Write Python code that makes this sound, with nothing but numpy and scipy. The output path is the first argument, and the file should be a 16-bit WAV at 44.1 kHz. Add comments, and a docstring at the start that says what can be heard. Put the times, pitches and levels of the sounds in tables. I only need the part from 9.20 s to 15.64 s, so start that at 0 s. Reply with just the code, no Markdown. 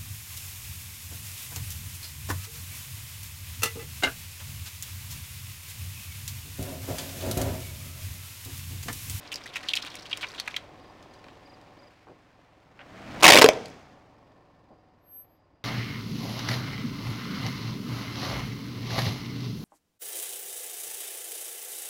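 """A car creeps over soft toys and water beads on asphalt, close by, its engine idling and its tread hissing.
First the wet beads squeak, plop and spray as they burst. Then a cricket chirps and a few stones tick.
Near 4 s the engine revs and the tyre rolls over a hollow plastic toy truck, whose shell gives way
in a run of cracks that overloads the microphone. The engine settles again, and near 6 s
a brake pad rubs its disc into a thin squeal as the car stops."""
import sys
import numpy as np
from scipy import signal
from scipy.fft import rfft, irfft
from scipy.io import wavfile

SR = 44100
rng = np.random.default_rng(int(sys.argv[2]) if len(sys.argv) > 2 else 0)


def store_pcm(level_fs):
    """Save levels as 16-bit WAV."""
    pcm = np.round(np.clip(level_fs, -1, 1) * 32767).astype(np.int16)
    wavfile.write(sys.argv[1], SR, np.atleast_2d(pcm).T)


N = 284004
TIME = np.arange(N) / SR

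# the main cracks of the toy's shell: (time [s], length [s], snap level [dB], panel level before boost [dB])
CRACKS = [(4.026, 0.0039, -21, -12), (4.0314, 0.0043, -10.5, -4), (4.0408, 0.008, -5.5, 2),
          (4.052, 0.0068, -7, -1), (4.0634, 0.0068, -5.5, -12), (4.079, 0.0051, -3.5, -6),
          (4.0864, 0.0081, -5.5, -7.5), (4.1014, 0.0088, -6.5, -5.5), (4.1214, 0.0034, -3, -11.5),
          (4.1303, 0.009, -10.5, -15), (4.145, 0.0028, -8, -8), (4.155, 0.004, -10, -4),
          (4.165, 0.0021, -7.5, -13), (4.1727, 0.006, -8.5, -15), (4.186, 0.005, -9, -7),
          (4.1935, 0.0013, -2.5, -13), (4.2145, 0.0012, -6, -11), (4.218, 0.005, -3, -8.5),
          (4.226, 0.004, -14, -10.5), (4.2426, 0.0021, -1.5, 6.5), (4.261, 0.0014, -10, -5.5),
          (4.2884, 0.0013, -5, 0.5)]
# tone of a snap: (frequency [Hz], level [dB])
SNAP_TONE = [(100, -16.5), (200, -5), (300, -7.5), (600, 0), (1000, -1), (1350, -3), (2200, -3),
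             (3200, -3.5), (5000, -7), (7000, -11), (11000, -19), (16000, -25)]
# notes the hollow shell rings at: (pitch [Hz], level [dB], time to fade by 60 dB [s])
SHELL_NOTES = [(266.4, -28.5, 0.12), (323, -29.5, 0.053), (429.4, -29, .09), (622, -29, .1),
               (760, -30.5, .1), (884, -27, 0.089), (1115, -35, 0.042), (1671, -29, .035),
               (2340, -31, 0.06), (2360, -27.5, 0.024), (2707, -29.5, 0.015), (4250, -28, 0.014),
               (5160, -31, 0.033)]
# pitch of the panel that gives way, mostly falling as the toy is flattened: (time [s], pitch [Hz])
PANEL_PITCH = [(4.04, 1060), (4.085, 915), (4.155, 494), (4.245, 456.4), (4.285, 644)]
# the louder beads bursting: (time [s], length [s], squeak level [dB], squeak pitch [Hz],
# plop level [dB], spray level before trim [dB])
BEAD_POPS = [(0.075, 0.0026, -43, 4350, -65, -66), (0.118, 0.016, -34.5, 2800, -51, -42.5),
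             (0.14, 0.005, -34.5, 4900, -45, -37.5), (0.1577, 0.0015, -25.5, 4650, -51, -33),
             (0.258, 0.011, -39.5, 1800, -49, -48.5), (0.3568, 0.016, -29.5, 2370, -39.5, -41),
             (0.433, 0.019, -43.5, 1780, -44, -72), (0.4858, 0.008, -24.5, 3400, -59, -42),
             (0.499, 0.015, -35.5, 3380, -61, -54), (0.5346, 0.0057, -20, 2830, -53, -35.5),
             (0.5542, 0.0013, -27, 4400, -52, -26), (0.5615, 0.0018, -30, 4500, -47, -31),
             (0.5658, 0.0081, -24, 2930, -58, -37), (0.625, 0.0013, -31, 4460, -57, -47),
             (0.649, 0.00084, -30.5, 2340, -39, -39.5), (0.663, 0.007, -40.5, 3420, -46, -47),
             (0.753, 0.0036, -39, 2360, -56, -38), (0.856, 0.0013, -38, 2970, -59, -65),
             (0.912, 0.0091, -36.5, 3000, -44.5, -65), (0.929, 0.0055, -23, 2950, -44, -64),
             (0.973, 0.00092, -33.5, 3150, -57, -30), (1.01, 0.016, -40, 3600, -47, -48.5),
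             (1.029, 0.019, -31, 2580, -35, -62), (1.18, 0.013, -39.5, 3550, -46, -64),
             (1.199, 0.0031, -25.5, 3870, -37, -32), (1.2758, 0.0072, -26.5, 2238, -31.5, -43.5),
             (1.3426, 0.0015, -28, 2440, -48, -62.5), (1.3638, 0.005, -25, 3320, -34.5, -37)]
# how loudly the wet gel is squeezed under the tread: (time [s], level [dB])
SQUELCH_LEVEL = [(0, -57), (.33, -50), (.62, -44.5), (.86, -52), (1.05, -49), (1.38, -52), (1.46, -71),
                 (2.1, -67), (3.1, -100)]
# strength of the gel's bubbles by pitch: (pitch [Hz], level [dB])
SQUELCH_TONE = [(1000, -3.5), (2200, -4.5), (3400, 6.5), (5000, 0), (7000, -6), (11000, -18), (16000, -34)]
# engine speed: (time [s], firing rate [Hz])
FIRING_RATE = [(0, 20), (1.05, 20.7), (1.65, 18.5), (3.54, 22.3), (3.77, 38), (3.95, 44), (4.25, 43),
               (4.85, 23.3), (5.85, 19.3)]
# the tones in the engine's hum: (multiple of the firing rate, level [dB])
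HUM_TONES = [(1, -9), (2, -11), (3, -4.5), (4, -10.5), (5, -2.5), (6, -9.5), (7, -7), (8, -8), (9, -13.5),
             (10, -13.5), (12, -12)]
# tone of the engine's puffs: (frequency [Hz], level [dB])
ENGINE_TONE = [(30, -11), (60, -6), (110, -3), (200, -8), (310, 5.5), (430, 1.5), (720, 1), (1000, -0.5),
               (1500, -15), (2300, -16), (3200, -20.5), (5000, -22.5), (7000, -33.5), (11000, -42),
               (15000, -40)]
# notes the engine bay rings at: (pitch [Hz], level [dB], time to fade by 60 dB [s])
BAY_NOTES = [(314, -12, 0.041), (591, -15.5, 0.047), (751, -15, 0.091), (1060, -20, 0.11),
             (1780, -23, 0.096)]
# how loud the engine is; it drops suddenly at 2.7 s, swells on the run and fades out at the end:
# (time [s], level [dB])
ENGINE_LEVEL = [(0, 0), (1.7, 0.5), (2.66, -3.5), (2.74, -10.5), (3.4, -10), (3.9, -5), (5.1, -7),
                (6.44, -15.5)]
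# hiss of grit under the creeping tread: (time [s], level [dB])
CREEP_HISS = [(0, -55.5), (1.38, -54.5), (1.5, -62), (2.65, -62), (3.45, -71), (6.44, -89)]
# tone of the tread's hiss: (frequency [Hz], level [dB])
HISS_TONE = [(400, -16), (1000, 3), (2200, 3), (3400, -4.5), (5000, -8.5), (7000, -15), (11000, -26),
             (16000, -28)]
# tone of the tyre's rumble: (frequency [Hz], level [dB])
RUMBLE_TONE = [(15, -35.5), (25, -14), (134, 1), (205, -3.5), (260, 2), (359, -9.5), (738, -0.5),
               (920, -11.5), (1270, -8.5), (3000, -23.5), (3900, -51), (6600, -120)]
# stones and splinters ticking on the asphalt: (time [s], level [dB], pitch [Hz])
TICKS = [(1.827, -53, 5000), (1.938, -52.5, 4500), (2.041, -47.5, 2490), (2.083, -47, 2330),
         (2.413, -59, 5000), (4.333, -37, 3620), (4.457, -39, 4680), (4.483, -55, 7400), (4.5, -53, 6000)]
# dull knocks and scuffs from the car: (time [s], length [s], level [dB], pitch [Hz])
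KNOCKS = [(2.869, 0.022, -51, 486), (2.894, 0.03, -48.5, 247), (3.592, 0.026, -47, 1150),
          (5.505, 0.03, -52.5, 329.5), (6.311, 0.039, -64, 125.2)]
# the brake pad touches twice: (time of the peak [s], level [dB], swell time [s])
SQUEALS = [(5.985, -45.5, 0.077), (6.12, -73, 0.041)]
# cricket chirps: (time [s], peak level [dB])
CHIRPS = [(1.606, -62), (1.90, -61), (2.249, -56.5), (2.583, -58)]
# how long the yard echoes: (frequency [Hz], time to fade by 60 dB [s])
YARD_FADE = [(100, 0.6), (500, 0.52), (2000, 0.42), (5000, 1), (12000, .5)]
# tone of the yard's echo: (frequency [Hz], level [dB])
ECHO_TONE = [(100, 2), (220, 5.5), (400, 0.5), (650, 5.5), (1200, 2), (2500, -7), (5000, -12),
             (9000, -13.5), (16000, -21)]

CRUSH_START_S, CRUSH_END_S = 4.0, 4.29  # the tyre is on the toy truck


def toy_truck(shard_db=-12, shard_fade_s=.0036, panel_boost_db=2.5, panel_cycles=12, shell_db=-12):
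    """Each crack is a run of tiny breaks: it rings the shell, pings a shard and lets a panel spring."""
    breaks, shards, panels = np.zeros((3, N))
    t = TIME[:SR // 10]
    for s, length, snap_db, panel_db in CRACKS + splinters():
        panel_hz = np.interp(s, *np.transpose(PANEL_PITCH)) * 2 ** (.08 * rng.uniform(-1, 1))
        run = clicks(length, per_s=9000, tail_s=.005, tail_db=-23)
        add(breaks, s, at_level(run, length, snap_db))
        shard_hz = 2000 * 3 ** rng.random()
        ping = ring(band(run, 890, 9000), shard_hz, shard_fade_s)
        add(shards, s, at_level(ping, length, snap_db + shard_db))
        # every panel rings for the same number of cycles, so the broad, low ones last longest
        swing = np.sin(2 * np.pi * panel_hz * t) * from_db(-60 * t * panel_hz / panel_cycles)
        add(panels, s, rng.choice([-1, 1]) * from_db(panel_db + panel_boost_db) * swing)
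    shell = sum((-1) ** k * from_db(db) * ring(breaks, hz, fade_s)
                for k, (hz, db, fade_s) in enumerate(SHELL_NOTES))
    crunch = shape_tone(breaks, SNAP_TONE) + from_db(shell_db) * shell + shards + panels
    return band(crunch, 165, 20000)  # so small a body gives off little bass


def splinters(per_s=150, length_s=.002, snap_db=-20, panel_db=-18.5, range_db=16, spread_db=4):
    """Small cracks that grow louder with the weight on the toy; rows as in CRACKS."""
    after, size = scatter(CRUSH_END_S - CRUSH_START_S, per_s, columns=1)
    times = CRUSH_START_S + after
    levels = range_db * (weight(times) - 1) + spread_db * size
    return [(s, length_s, snap_db + db, panel_db + db) for s, db in zip(times, levels)]


def weight(s, roll_on_s=.05, roll_off_s=.12):
    """Share of the tyre's weight on the toy at time s: it comes on, stays and rolls off."""
    return np.clip(np.minimum((s - CRUSH_START_S) / roll_on_s, (CRUSH_END_S - s) / roll_off_s), 0, 1)


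def beads(pitch_spread=1.174, skin_db=-12, spray_trim_db=-1.5):
    """Wet gel sticks and slips as it splits: a short squeak, a plop below it and a fine spray above."""
    out = np.zeros(N)
    spray_tone = [(2000, -31), (5000, 1), (8000, -3.5), (11000, -9.5), (16000, -16)]
    for s, length, squeak_db, hz, plop_db, spray_db in BEAD_POPS + small_pops():
        tear = clicks(length, per_s=4500, tail_s=.008, tail_db=-14)
        smooth = band(tear, 1900, 8800)  # soft gel rounds off every slip
        note = rms_one(band(smooth, hz / pitch_spread, hz * pitch_spread))
        squeak = note + from_db(skin_db) * rms_one(band(smooth, 2180, 3660))
        plop = band(band(tear, 810, 2700), 780, 2660)
        spray = shape_tone(clicks(length, per_s=3400, tail_s=.0068, tail_db=-10), spray_tone)
        for part, db in ((squeak, squeak_db), (plop, plop_db), (spray, spray_db + spray_trim_db)):
            add(out, s, at_level(part, length, db))
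    return out


def small_pops(pile_s=1.2, per_s=28, length_s=.005, low_hz=1800, high_hz=5000, plop_db=-14, spray_db=-10):
    """Lesser beads burst at random, as strongly as the gel is squeezed; rows as in BEAD_POPS."""
    s, softness, pitch, stretch = scatter(pile_s, per_s, columns=3)
    db = np.interp(s, *np.transpose(SQUELCH_LEVEL)) + 3.5 - 1.5 * softness  # 2 to 5 dB over the squelch
    hz = low_hz * (high_hz / low_hz) ** ((pitch + 1) / 2)
    return list(zip(s, length_s * 2 ** stretch, db, hz, db + plop_db, db + spray_db))


def squelch(bubbles_per_s=1700, size_spread_db=1.5, clump_db=5.5, cycles=12, pitch_count=24):
    """Tiny wet bubbles snap in clumps, each ringing for a few cycles at one of many pitches."""
    sizes = from_db(size_spread_db * np.minimum(rng.exponential(1, N), 3)) * rng.choice([-1, 1], N)
    snaps = sizes * (rng.random(N) < bubbles_per_s / SR)
    snaps *= from_db(clump_db * np.tanh(drift(110)))
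    pitch_choice = rng.integers(0, pitch_count, N)
    bubbles = sum(from_db(at_hz(SQUELCH_TONE, hz)) * ring(snaps * (pitch_choice == k), hz, cycles / hz)
                  for k, hz in enumerate(np.geomspace(1100, 15000, pitch_count)))
    return from_db(over_time(SQUELCH_LEVEL)) * rms_one(band(bubbles, 1100, 16000))


def engine(throb=.81, sharpness=5, rev_noise_db=5.5, rev_hum_db=23):
    """Every firing gives a puff of noise that rings the engine bay; low tones in step with it hum."""
    level_db, effort = over_time(ENGINE_LEVEL), revs()
    noise_db = -51.5 + level_db + rev_noise_db * effort
    hum_db = -63 + .55 * level_db + rev_hum_db * effort ** 2  # the hum follows ENGINE_LEVEL only partly
    firings = np.cumsum(over_time(FIRING_RATE)) / SR
    puffs = rms_one(1 + throb * np.exp(-sharpness * (firings % 1))) * rng.standard_normal(N)
    bay = sum(from_db(db) * rms_one(ring(puffs, hz, fade_s)) for hz, db, fade_s in BAY_NOTES)
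    clatter = from_db(-3) * shape_tone(puffs, ENGINE_TONE) + bay
    hum = sum(from_db(db) * np.sqrt(2) * np.sin(2 * np.pi * (k * firings + rng.random()))
              for k, db in HUM_TONES)
    return from_db(noise_db) * clatter + from_db(hum_db) * hum


def revs(idle_hz=17, full_hz=46.6):
    """Engine speed, from near 0 at idle to near 1 at the height of the run."""
    return np.maximum(over_time(FIRING_RATE) - idle_hz, 0) / (full_hz - idle_hz)


def tyre(closest_s=4.11, pass_width_s=.15, pass_hiss_db=-43, grain_db=2,
         creep_rumble_db=-71, pass_rumble_db=-38.5, crush_rumble_db=-38):
    """The tread rumbles, and hisses unevenly on the grain of the asphalt."""
    # on the fast run, both grow with speed and fall with distance
    passing = revs() / np.hypot(1, (TIME - closest_s) / pass_width_s)
    hiss_gain = np.hypot(from_db(over_time(CREEP_HISS)), from_db(pass_hiss_db) * passing)
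    run_gain = from_db(pass_rumble_db) * passing + from_db(crush_rumble_db) * weight(TIME)
    rumble_gain = np.hypot(from_db(creep_rumble_db), run_gain)
    grit = rng.standard_normal(N) * hiss_gain * from_db(grain_db * drift(460))
    return shape_tone(grit, HISS_TONE) + rumble_gain * shape_tone(rng.standard_normal(N), RUMBLE_TONE)


def ticks(length_s=.0029, ping_db=-3, ping_fade_s=.0089):
    """Stones snap out from under the tread and splinters land, each with a brief ping."""
    out = np.zeros(N)
    for s, db, hz in TICKS:
        bounces = clicks(length_s, per_s=3400, tail_s=.008, tail_db=-10)
        tick = rms_one(band(bounces, hz / 2, hz * np.sqrt(2)))
        ping = from_db(ping_db) * rms_one(ring(bounces, hz, ping_fade_s))
        add(out, s, at_level(tick + ping, length_s, db))
    return out


def knocks(pitch_spread=2.6):
    """Soft, dull rattles of the car's body and scuffs of the tyre."""
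    out = np.zeros(N)
    for s, length, db, hz in KNOCKS:
        rattle = clicks(length, per_s=1900, tail_s=.022, tail_db=-7.5)
        low, high = hz / pitch_spread, hz * pitch_spread
        dull = band(band(rattle, low, high), low, high)
        add(out, s, at_level(dull, length, db))
    return out


def brake(disc_hz=12463, waver_hz=8, fade_s=.043):
    """The pad sets one high note of the disc singing; each touch swells and fades."""
    pitch = disc_hz + waver_hz * drift(30)
    level = sum(from_db(db) * np.exp(-((TIME - s) / np.where(TIME < s, swell_s, fade_s)) ** 2)
                for s, db, swell_s in SQUEALS)
    return level * np.sqrt(2) * np.sin(2 * np.pi * np.cumsum(pitch) / SR)


def cricket(start_hz=5100, end_hz=4600, stroke_s=.028, spacing_s=.04, chorus_hz=4830, chorus_db=-89):
    """Three wing strokes a chirp, each falling in pitch, over the faint trill of far-off insects."""
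    out = from_db(chorus_db + 3 * drift(14)) * rms_one(ring(rng.standard_normal(N), chorus_hz, .042))
    along = np.linspace(0, 1, round(stroke_s * SR))
    pitch = start_hz + (end_hz - start_hz) * along
    stroke = np.sin(np.pi * along) ** 2 * np.sin(2 * np.pi * np.cumsum(pitch) / SR)
    for s, db in CHIRPS:
        for k in range(3):
            add(out, s + k * spacing_s, from_db(db) * stroke)
    return out


def with_echoes(x, near_db=-16, near_s=.015, yard_db=-28):
    """Sound bounces quickly off the wheel and underbody, then rings faintly and dully round the yard."""
    t = TIME[:SR]
    near = band(rng.standard_normal(SR), 200, 8800) * np.exp(-t / near_s) * (t > .002)
    edges, yard = np.geomspace(60, 16000, 9), 0
    for low, high in zip(edges, edges[1:]):
        fade_s = at_hz(YARD_FADE, np.sqrt(low * high))
        yard += band(rng.standard_normal(SR), low, high) * from_db(-60 * t / fade_s)
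    yard = shape_tone(yard * (t > .012), ECHO_TONE)
    echoes = (from_db(near_db) * rms_one(near) + from_db(yard_db) * rms_one(yard)) / np.sqrt(SR)
    return x + signal.fftconvolve(x, echoes)[:N]


def clicks(length, per_s, tail_s, tail_db):
    """A burst of uneven clicks for length seconds, then a weaker trail that dies away."""
    t = TIME[:SR // 10]
    fires = rng.random(len(t)) < per_s / SR
    fires[0] = True
    sizes = rng.choice([-1, 1], len(t)) * rng.uniform(.11, 1, len(t))
    return fires * sizes * np.where(t < length, 1, from_db(tail_db) * np.exp(-(t - length) / tail_s))


def scatter(length_s, per_s, columns):
    """Uneven moments from 0 to length_s, with columns of random numbers between -1 and 1."""
    draws = rng.random((256, columns + 1))
    s = (np.arange(len(draws)) + draws[:, 0]) / per_s
    return s[s < length_s], *(2 * draws[s < length_s, 1:].T - 1)


def drift(per_s):
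    """A random wander of about 1 either way, heading for a new value per_s times a second."""
    targets = rng.standard_normal(4096)
    return np.interp(TIME * per_s, np.arange(len(targets)), targets)


def ring(x, hz, fade_s):
    """Each click in x starts a pure note that fades by 60 dB in fade_s."""
    decay, angle = from_db(-60 / (fade_s * SR)), 2 * np.pi * hz / SR
    return signal.lfilter([0, np.sin(angle)], [1, -2 * decay * np.cos(angle), decay * decay], x + 1e-18)


def band(x, low_hz, high_hz):
    """Gently turn down everything outside two frequencies."""
    sections = signal.butter(2, [low_hz, min(high_hz, SR / 2 - 1000)], "band", fs=SR, output="sos")
    return signal.sosfilt(sections, x + 1e-18)


def shape_tone(x, tone, size=2048):
    """Filter by rows of (frequency [Hz], level [dB]); white noise keeps its power."""
    gain = rms_one(from_db(at_hz(tone, np.arange(size + 1) * SR / (2 * size))))
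    # fold the filter so that nothing sounds ahead of a click (minimum phase)
    cepstrum = irfft(np.log(gain))
    cepstrum[1:size] *= 2
    cepstrum[size + 1:] = 0
    return signal.fftconvolve(x, irfft(np.exp(rfft(cepstrum))))[:len(x)]


def at_hz(rows, hz):
    """Read a table at a frequency, with octaves evenly spaced."""
    frequencies, values = np.transpose(rows)
    return np.interp(np.log(hz + 1), np.log(frequencies), values)


def over_time(rows):
    """Join rows of (time [s], value) with straight lines, one value a sample."""
    return np.interp(TIME, *np.transpose(rows))


def at_level(sound, length, db):
    """Give a burst the energy of the level db held for length seconds."""
    return sound * from_db(db) * np.sqrt(length * SR / (np.sum(sound ** 2) + 1e-20))


def rms_one(x):
    """Scale to an average strength (rms) of 1."""
    return x / np.sqrt(np.mean(x ** 2) + 1e-20)


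def from_db(db):
    """Turn decibels into a number to multiply by."""
    return 10 ** (np.asarray(db) / 20)


def add(out, s, sound):
    """Mix a short sound in at time s."""
    start = max(round(s * SR), 0)
    out[start:start + len(sound)] += sound[:N - start]


def scene():
    """The small sounds near the tyre echo; tread, engine, cricket and brake lie behind them."""
    close = beads() + squelch() + toy_truck() + ticks() + knocks()
    return (with_echoes(close) + tyre() + engine() + cricket() + brake())[None]


def record(dry, ceiling=.73, hardness=5, low_cut_hz=30, high_cut_hz=16000):
    """The loudest cracks overload the microphone and flatten; the deepest bass and top treble are cut."""
    clipped = dry / (1 + np.abs(dry / ceiling) ** hardness) ** (1 / hardness)
    thinned = signal.sosfilt(signal.butter(1, low_cut_hz, "high", fs=SR, output="sos"), clipped)
    return signal.fftconvolve(thinned, signal.firwin(201, high_cut_hz, fs=SR)[None], "same")


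dry = scene()
out = record(dry)
store_pcm(out)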